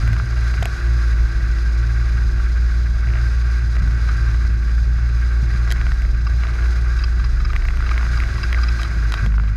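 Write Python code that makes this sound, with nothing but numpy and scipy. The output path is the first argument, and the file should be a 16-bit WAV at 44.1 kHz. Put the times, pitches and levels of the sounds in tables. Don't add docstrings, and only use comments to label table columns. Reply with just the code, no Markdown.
import sys
import numpy as np
from scipy import signal
from scipy.fft import rfft, irfft, next_fast_len
from scipy.io import wavfile
from scipy.ndimage import uniform_filter1d, map_coordinates

SR = 44100
rng = np.random.default_rng(int(sys.argv[2]) if len(sys.argv) > 2 else 0)


def voltage_ratio(decibels):
    exponent = np.asarray(decibels, float) / 20
    return 10 ** exponent


def put_to_file(sound):
    columns = np.atleast_2d(sound).T
    safe = np.clip(columns, -1, 1)
    whole_steps = np.round(safe * 32767)
    wavfile.write(sys.argv[1], SR, whole_steps.astype(np.int16))


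N = 421596
TIME = np.arange(N) / SR

# [time_s, firing_hz]
FIRING_RATE = [(0.0, 55.6), (0.25, 58.4), (0.5, 59.05), (0.95, 58.2), (1.3, 56.1), (1.48, 56.2),
               (1.7, 57.35), (2.3, 58.05), (3.1, 58.3), (3.3, 58.65), (3.95, 58.15), (4.3, 56.7),
               (4.7, 57.4), (4.9, 58.4), (5.4, 58.0), (6.35, 58.0), (6.75, 58.4), (7.1, 58.4), (7.35, 58.2),
               (7.95, 58.25), (8.3, 57.95), (8.5, 58.6), (8.95, 56.8), (9.09, 54.2), (9.22, 52.3),
               (9.56, 52.8)]
# [time_s, level_db]
BOOM_LEVEL = [(0.0, -32), (0.05, -16.5), (0.21, -20), (0.45, -14.5), (0.74, -23.5), (0.8, -25), (0.85, -15),
              (1.25, -14.5), (1.3, -22), (1.36, -16), (5.43, -15.5), (6.02, -17.5), (6.42, -15.5),
              (6.58, -20), (6.65, -15), (7.45, -17.5), (7.59, -22), (7.93, -16), (8.44, -21), (8.57, -15),
              (8.73, -15.5), (8.86, -22.5), (9.08, -15.5), (9.21, -24.5), (9.25, -17), (9.28, -15),
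              (9.38, -14.5), (9.51, -16.5), (9.56, -21)]
# [time_s, level_db]
SECOND_LEVEL = [(0.0, -42), (0.05, -22.5), (0.85, -35.5), (0.88, -27), (1.2, -36), (1.73, -42),
                (1.81, -26.5), (3.01, -41), (3.11, -24), (3.43, -31.5), (4.07, -28.5), (4.82, -39),
                (4.9, -28.5), (8.04, -41.5), (8.07, -29.5), (8.95, -46), (9.18, -37), (9.23, -25),
                (9.28, -35), (9.38, -30), (9.44, -36), (9.52, -28), (9.56, -37)]
# [time_s, level_db]
WHINE_LEVEL = [(0, -50), (0.6, -48), (1.4, -46.5), (2.5, -48.5), (3.2, -50.5), (3.9, -50), (4.4, -47),
               (4.95, -54), (5.5, -48.5), (6.0, -51.5), (7.0, -49), (7.7, -50.5), (8.4, -47.5), (8.95, -47),
               (9.2, -51), (9.56, -59)]
# [multiple of the firing rate, cruise_db, gain_as_throttle_closes_db]
FAINT_TONES = [(3, -48, 12.5), (4, -52.5, 17), (5, -74, -5), (7, -63, -4), (8, -66.5, 13), (10, -64.5, 3),
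               (12, -67, -7)]
# [time_s, clatter_db]
CLATTER_LEVEL = [(0.0, -34.5), (0.4, -35), (0.77, -34.5), (1.14, -37), (2.29, -36.5), (2.9, -39.5),
                 (3.19, -36), (3.62, -38), (4.15, -35), (4.5, -39.5), (5.01, -39.5), (5.67, -36),
                 (6.23, -40.5), (6.58, -34.5), (7.22, -39), (7.72, -38), (7.91, -34.5), (9.1, -35),
                 (9.265, -33), (9.285, -42), (9.56, -41)]
# [pitch_hz, width_hz, level_db]
CASE_LOW = [(1142, 102, -6), (1390, 82, -3.5), (1477, 53, 0.5), (1595, 81, 1.5), (1967, 92, -7.5),
            (2176, 60, -8), (2430, 177, -12.5), (2800, 310, -20.5)]
# [pitch_hz, width_hz, level_db]
CASE_HIGH = [(3380, 600, -6), (4060, 310, -0.5), (4890, 280, 1), (5580, 545, -5.5), (6370, 600, -6),
             (9540, 960, -20), (10760, 610, -20), (13500, 2000, -39)]

# [pitch_hz, t60_s]
RING_MODES = [(500, 0.014), (670, 0.034), (1200, 0.015), (1450, 0.014), (2010, 0.0088), (2260, 0.0096),
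              (2600, 0.0089), (3200, 0.016), (3960, 0.019), (4930, 0.0075), (5500, 0.0037), (6500, 0.0072),
              (7800, 0.011), (9550, 0.0037), (11300, 0.0088), (13000, 0.0034)]
MODE_FAMILY = [0, 6, 1, 1, 2, 2, 2, 3, 3, 5, 5, 4, 4, 4, 4, 4]
TICK_MODES = [-8, -4, -8.5, -2, -2.5, -9, -15.5, -5.5, -6.5, -8, -9, -2.5, -6.5, -8.5, -6, -10]
KNOCK_MODES = [-14, -19, -3, -10, -34, -12, -13, -19, -14, -7.5, -17.5, -18, -12, -14, -14, -24]
THUNK_MODES = [-5, -5, -11, -20, -24, -4, -9, -12, -28, -24, -23, -22, -29, -32, -28, -34]
# [start_s, tick_db, knock_db, clink_db, snap_db]
TICKS = [(0.025, -28, 2, -18, -28), (0.165, -23, 1, -18, -28), (0.199, -26.5, 8, -20, -30),
         (0.0767, -19.5, -7, -18, -22), (0.131, -20.5, -13, -18, -20), (0.54, -19.5, -6, -18, -24),
         (0.6284, -22.5, -17, -2, -8), (0.6552, -18, -15, -9, -8.5), (3.0718, -24, -18, -14, -34),
         (3.0877, -24, -16, -20, -32), (3.1032, -23, -18, -22, -34), (3.1368, -21, -10, -24, -34),
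         (3.1551, -20, -15, -21, -34), (3.1716, -23, -18, -20, -34), (3.1865, -24, -16, -18, -34),
         (3.2065, -31, 2, -18, -34), (3.7673, -20.5, -9, -25, -30), (5.7046, -30, -14, 6, -10),
         (5.7133, -18, -14, -4, -12), (5.7216, -17, -2, -1, -4.5), (5.7605, -26, 0, -16, -30),
         (5.813, -21, 1, -10, -32), (5.867, -24, 2, -10, -27), (5.9189, -21.5, -19, -11, -27),
         (6.0202, -22, -21, -21, -23), (6.0513, -23, -17, -23, -34), (6.4357, -18.5, -2, -13, -37),
         (6.4691, -27, -19, -21, -39), (7.5328, -19, -2, -14, -25), (7.5629, -15, -17, -14, -25),
         (7.622, -23, -10, -20, -32), (7.6526, -18, -9, -20, -25), (7.706, -24, -2, -12, -32),
         (7.7394, -31, 0, -20, -32), (7.805, -25, 5, -20, -34), (7.824, -25.5, 5, -18, -34),
         (7.9419, -25, 3, -18, -34), (8.0118, -24, 4, -20, -34), (8.514, -32, -8, -6, -30),
         (8.576, -25, 3, -20, -34), (7.6854, -17, -22, -15, -25), (7.7717, -23, -3, -14, -18),
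         (7.8917, -20, 0, -9, -39), (7.9782, -15, -2, -13, -28), (8.0294, -22.5, 5.5, -16, -31),
         (8.0656, -21, 0, -17, -35), (8.2021, -17.5, -15, -14, -21), (8.2362, -17, -7, -19, -26),
         (8.528, -12, -5, -11, -23), (8.5456, -14, -24, -23, -37), (8.8168, -23, -12, -9, -14),
         (8.8318, -21.5, -11, 0, -12), (9.1213, -20.5, 1, -3, -10), (9.1398, -10.5, -2, -7.5, -23),
         (9.2625, -32, 4, -18, -34), (9.3218, -29, 5, -20, -30), (9.3412, -30, 9, -22, -26),
         (9.381, -26, 6.5, -25, -38), (9.3985, -29.5, 9, -18, -31), (9.436, -31, 6, -6, -36)]
# [start_s, level_db, knock_db, clink_db, chime_db]
KNOCKS = [(4.088, -29.5, 4, 4, -14), (6.2672, -28.5, 0.5, -5, -1), (6.9884, -24.5, -6, -4, -7),
          (7.037, -23.5, -7, -1, 2.5), (7.195, -30.5, 2, 0, -10), (7.242, -30, 1, 0, 1.5),
          (7.4005, -28.5, 2, -1, -6), (7.4482, -26, 1.5, -3, -1), (7.5, -33, 3, 4, -12),
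          (7.5525, -27.5, 1.5, -5, -28), (7.8635, -28.5, 1, 2, -8), (7.9113, -23.5, 2, -3, -9),
          (7.967, -34, 1, -19, -19), (8.1718, -27, 4, -1, -3), (8.221, -27.5, 1, -26, -26),
          (8.3801, -31, 2, -2, -4), (8.431, -21, -4, -3, -4), (8.584, -26.5, 2, -6, -6),
          (8.633, -24, 1, -1, 2.5), (8.684, -21, -6.5, -1, -3), (8.7923, -25, 0, -6, -7),
          (8.846, -29, 2.5, 2, -10), (9.173, -29, -2, 0, -3), (9.4768, -34, -1, 1, -14)]
# [start_s, level_db, hum_db]
THUNKS = [(0.625, -17.5, 2.5), (0.6552, -20, 1.5), (5.7046, -30, 0), (5.7133, -35, -2), (9.2617, -23, -11)]
# [start_s, length_s, middle_level_db, share of the firings that tick]
CHATTER_SPELLS = [(5.741, 0.2, -29.5, 0.38), (6.444, 0.22, -27.5, 0.76), (7.604, .7, -29.5, .4),
                  (8.5, 0.46, -30, .4)]
# [near_s, peak_db, pitch_hz]
THUMPS = [(0.046, -22, 120), (0.117, -21, 125), (0.134, -24, 130), (5.427, -17, 115), (5.549, -22, 105),
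          (9.234, -21, 115), (9.27, -20, 125)]

# [time_s, level_db]
SHUDDER_LEVEL = [(0.0, -20), (0.1, -36), (0.88, -31), (0.93, -43), (1.17, -27), (1.51, -22.5), (1.59, -31),
                 (2.39, -26), (2.88, -35), (2.93, -25.5), (3.27, -35), (3.35, -25), (3.49, -39),
                 (3.89, -30), (3.99, -33), (4.42, -28), (5.43, -33), (6.12, -19), (6.26, -33), (6.55, -34),
                 (7.69, -17), (8.02, -31), (8.28, -24), (8.33, -29), (8.79, -34), (8.94, -45), (9.24, -32),
                 (9.56, -39)]
# [time_s, pitch_hz]
SHUDDER_PITCH = [(0, 38.08), (5.7, 39.1), (6.2, 35.56), (6.9, 37.77), (7.3, 33.9), (8.1, 32.77),
                 (8.5, 35.9), (9.56, 33.5)]
# [pitch_hz, level_db]
RUMBLE_COLOUR = [(12, -120), (20, -17), (40, -0.5), (80, -3.5), (105, -2.5), (150, -11.5), (220, -23),
                 (320, -35.5), (600, -120)]
# [centre_s, gain_db]
JOLTS = [(0.08, 5.5), (0.61, 9), (3.83, 8), (4.9, 3), (5.43, 5), (9.24, 5)]
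# [pitch_hz, level_db]
DRONE_COLOUR = [(100, -120), (200, -0.5), (300, 0.5), (420, -1), (520, -7), (680, -4), (850, -6.5),
                (1100, -9.5), (2000, -120)]

START_TURN = 0.4
COAST_S, COAST_FADE_S = 9.22, 0.34
CRUISE_DB, HISS_DB = -37, -46.5
HISS_GROWS = 0.86
HISS_COAST_DB, HISS_LAG_S = -2.5, 0.054
RUMBLE_DB, RUMBLE_COAST_DB, RUMBLE_LAG_S = -28.5, -1, 0.074
JOLT_S = 0.041
TICK_PANEL_DB, MIDDLING_DB = -10.5, -24
PANEL_LOSS = 0.56
KNOCK_PANEL_DB, KNOCK_SNAP_DB = -27, -29
SAGS_BELOW_HZ = 3000
STRAY_SHARE, STRAY_DB = 0.08, -30.5
CHATTER_LEAD = 0.25


def firings():
    return np.cumsum(curves(FIRING_RATE)[0]) / SR + START_TURN + 0.013 * wobble(25)


def boom(turns):
    angle = 2 * np.pi * turns
    first_db = curves(BOOM_LEVEL)[0] + 0.43 * wobble(22) + 0.53 * wobble(9)
    second_db = curves(SECOND_LEVEL)[0] + 1.6 * wobble(13)
    whine_db = curves(WHINE_LEVEL)[0] + 1.2 * wobble(8)
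    tones = voltage_ratio(first_db) * np.cos(angle + 0.29 * wobble(4))
    tones += voltage_ratio(second_db) * np.cos(2 * angle - 2.1)
    tones += voltage_ratio(whine_db) * np.cos(6 * angle + 0.2 * wobble(8))
    since_coast = np.maximum(TIME - COAST_S, 0)
    freed = coast(0) * np.exp(-(since_coast / COAST_FADE_S) ** 2)
    for multiple, cruise_db, coast_db in FAINT_TONES:
        level_db = cruise_db + coast_db * freed + 0.76 * wobble(13) + 2.4 * wobble(4)
        tones -= voltage_ratio(level_db) * np.cos(multiple * (angle + np.pi) + 0.25 * wobble(8))
    return np.sqrt(2) * tones


def clatter(turns):
    clatter_db, = curves(CLATTER_LEVEL)
    hiss_db = HISS_DB + HISS_GROWS * (clatter_db - CRUISE_DB) + HISS_COAST_DB * coast(HISS_LAG_S)
    shared = wobble(9)
    low = filtered(puffs(turns, depth_db=-0.5, scatter_db=1.58, lead=0.71), resonances(CASE_LOW))
    low = filtered(low, high_pass(hz=1020))
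    high = filtered(puffs(turns, depth_db=0.6, scatter_db=1.36, lead=0.51), resonances(CASE_HIGH))
    high = filtered(high, high_pass(hz=2880))
    return voltage_ratio(clatter_db + 0.56 * shared) * unit(low) + voltage_ratio(hiss_db + 0.71 * shared) * unit(high)


def puffs(turns, depth_db, scatter_db, lead):
    shifted = turns + lead
    stroke = np.floor(shifted).astype(int) + 2
    size_db = scatter_db * rng.standard_normal(N // 400)[stroke]
    size_db = uniform_filter1d(size_db, size=150)
    swell_db = depth_db * np.cos(2 * np.pi * (shifted - 0.5))
    return unit(voltage_ratio(size_db + swell_db) * rng.standard_normal(N))


def rattle(turns):
    ticks = []
    for s, db, knock, clink, snap in [*TICKS, *chatter(turns)]:
        panel = TICK_PANEL_DB - PANEL_LOSS * (db - MIDDLING_DB)
        ticks.append((s, db, panel, knock, clink, snap, clink, 0))
    knocks = [(s, db, KNOCK_PANEL_DB, knock, clink, KNOCK_SNAP_DB, chime, 0)
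              for s, db, knock, clink, chime in KNOCKS]
    thunks = [(s, db, 0, 0, 0, 0, 0, hum) for s, db, hum in THUNKS]
    sound = blows(knocks, np.array(KNOCK_MODES), contact=0.0004, hold=0.008, sustain=1.3,
                  detune=0.015, sag=0.067, scrape=1.1, blur=0.3)
    sound += blows(thunks, np.array(THUNK_MODES), contact=0.00055, hold=0.001, sustain=0.9,
                   detune=0.02, sag=-0.03, scrape=0.3, blur=0.08)
    sound += blows(ticks, np.array(TICK_MODES), contact=0.00017, hold=0.0008, sustain=0.9,
                   detune=0.03, sag=-0.03, scrape=0.5, blur=0.07)
    return sound


def chatter(turns):
    steady_turns = np.maximum.accumulate(turns)
    s = np.flatnonzero(np.diff(np.floor(steady_turns + CHATTER_LEAD))) / SR
    share, db = np.full(len(s), STRAY_SHARE), np.full(len(s), float(STRAY_DB))
    for start, length, level, dense in CHATTER_SPELLS:
        inside = (s > start) & (s < start + length)
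        share[inside], db[inside] = dense, level
    pick, loud, knock, clink, snap = rng.random((N // 600, 5))[:len(s)].T
    rows = np.column_stack([s, db + 5 * (loud - 0.5), -3 + 9 * knock, -17 + 8 * clink, -30 + 6 * snap])
    return rows[pick < share]


def blows(rows, share_db, contact, hold, sustain, detune, sag, scrape, blur):
    out, t = np.zeros(N + SR), np.arange(SR // 20) / SR
    hz, t60 = np.transpose(RING_MODES)
    decay_db = -60 * np.maximum(t - hold, 0) / (sustain * t60[:, None])
    swell = (1 - np.exp(-t / contact)) ** 2 * voltage_ratio(decay_db)
    swell = swell / swell.max(axis=1, keepdims=True)
    sag = sag * (hz < SAGS_BELOW_HZ)
    bent = t + sag[:, None] * 0.011 * (1 - np.exp(-t / 0.0099))
    luck = rng.standard_normal((len(rows), 3, len(hz)))
    for (s, db, panel, knock, clink, snap, chime, hum), (size, tune, phase) in zip(rows, luck):
        family_db = np.take([panel, knock, 0, clink, snap, chime, panel + hum], MODE_FAMILY)
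        level_db = db + share_db + family_db + 1.74 * size
        drift = np.cumsum(rng.standard_normal((len(hz), 52)), axis=1)
        drift = np.repeat(drift, 44, axis=1)
        drift = uniform_filter1d(drift - drift[:, :1], size=44)[:, :len(t)]
        pitch = hz * (1 - sag / 2 + detune * tune)
        cycles = pitch[:, None] * bent + 0.5 + blur * phase[:, None]
        ringing = swell * np.sin(2 * np.pi * cycles + scrape / 2 * drift)
        out[round(s * SR):][:len(t)] += voltage_ratio(level_db) @ ringing
    return out[:N]


def thumps(turns):
    troughs = np.flatnonzero(np.diff(np.floor(np.maximum.accumulate(turns) + 0.5))) / SR
    out = np.zeros(N)
    for near, db, hz in THUMPS:
        centre = troughs[np.abs(troughs - near).argmin()]
        u = (np.pi * hz * (TIME - centre)) ** 2
        out += voltage_ratio(db) * (2 * u - 1) * np.exp(-u)
    return out


def shudder():
    hz = curves(SHUDDER_PITCH)[0] + 2.59 * wobble(10)
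    tone = np.sqrt(2) * np.sin(2 * np.pi * np.cumsum(hz) / SR)
    return voltage_ratio(curves(SHUDDER_LEVEL)[0] + 1.5 * wobble(9)) * tone


def rumble():
    jolt_db = sum(db * np.exp(-((TIME - s) / JOLT_S) ** 2) for s, db in JOLTS)
    level_db = RUMBLE_DB + jolt_db + RUMBLE_COAST_DB * coast(RUMBLE_LAG_S)
    return voltage_ratio(level_db + 1.84 * wobble(12) + 1.12 * wobble(3.6)) * coloured(RUMBLE_COLOUR)


def drone():
    return voltage_ratio(curves(CLATTER_LEVEL)[0] - 9.5 + 0.38 * wobble(10)) * coloured(DRONE_COLOUR)


def coast(lag):
    return np.clip((TIME - COAST_S - lag) / 0.038, 0, 1)


def unit(x):
    return x / np.sqrt(np.mean(x ** 2) + 1e-20)


def curves(rows):
    s, *columns = np.transpose(rows)
    return [np.interp(TIME, s, column) for column in columns]


def wobble(rate):
    points = rng.standard_normal(int(N * rate / SR) + 4)
    return map_coordinates(points, [np.arange(N) * rate / SR])


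def filtered(x, response):
    m = next_fast_len(N + SR // 2)
    return irfft(rfft(x, m) * response(np.fft.rfftfreq(m, 1 / SR)), m)[:N]


def resonances(modes):
    def response(f):
        total = 0
        for k, (hz, width, db) in enumerate(modes):
            total = total + (-1) ** k * voltage_ratio(db) * 1j * f * width / (hz * hz - f * f + 1j * f * width)
        return total
    return response


def high_pass(hz):
    return lambda f: 1 / np.sqrt(1 + (hz / (f + 1)) ** 8)


def coloured(spectrum):
    hz, db = np.transpose(spectrum)
    white = rng.standard_normal(N)
    return unit(filtered(white, lambda f: voltage_ratio(np.interp(np.log(f + 1), np.log(hz + 1), db))))


def scene():
    turns = firings()
    engine = boom(turns) + clatter(turns)
    loose_parts = rattle(turns) + thumps(turns)
    ride = shudder() + rumble() + drone()
    return (engine + loose_parts + ride)[None]


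def roll_off(x):
    return signal.sosfilt(signal.butter(12, 15760, fs=SR, output="sos"), x)


def record(dry):
    return roll_off(dry)


dry = scene()
out = record(dry)
put_to_file(out)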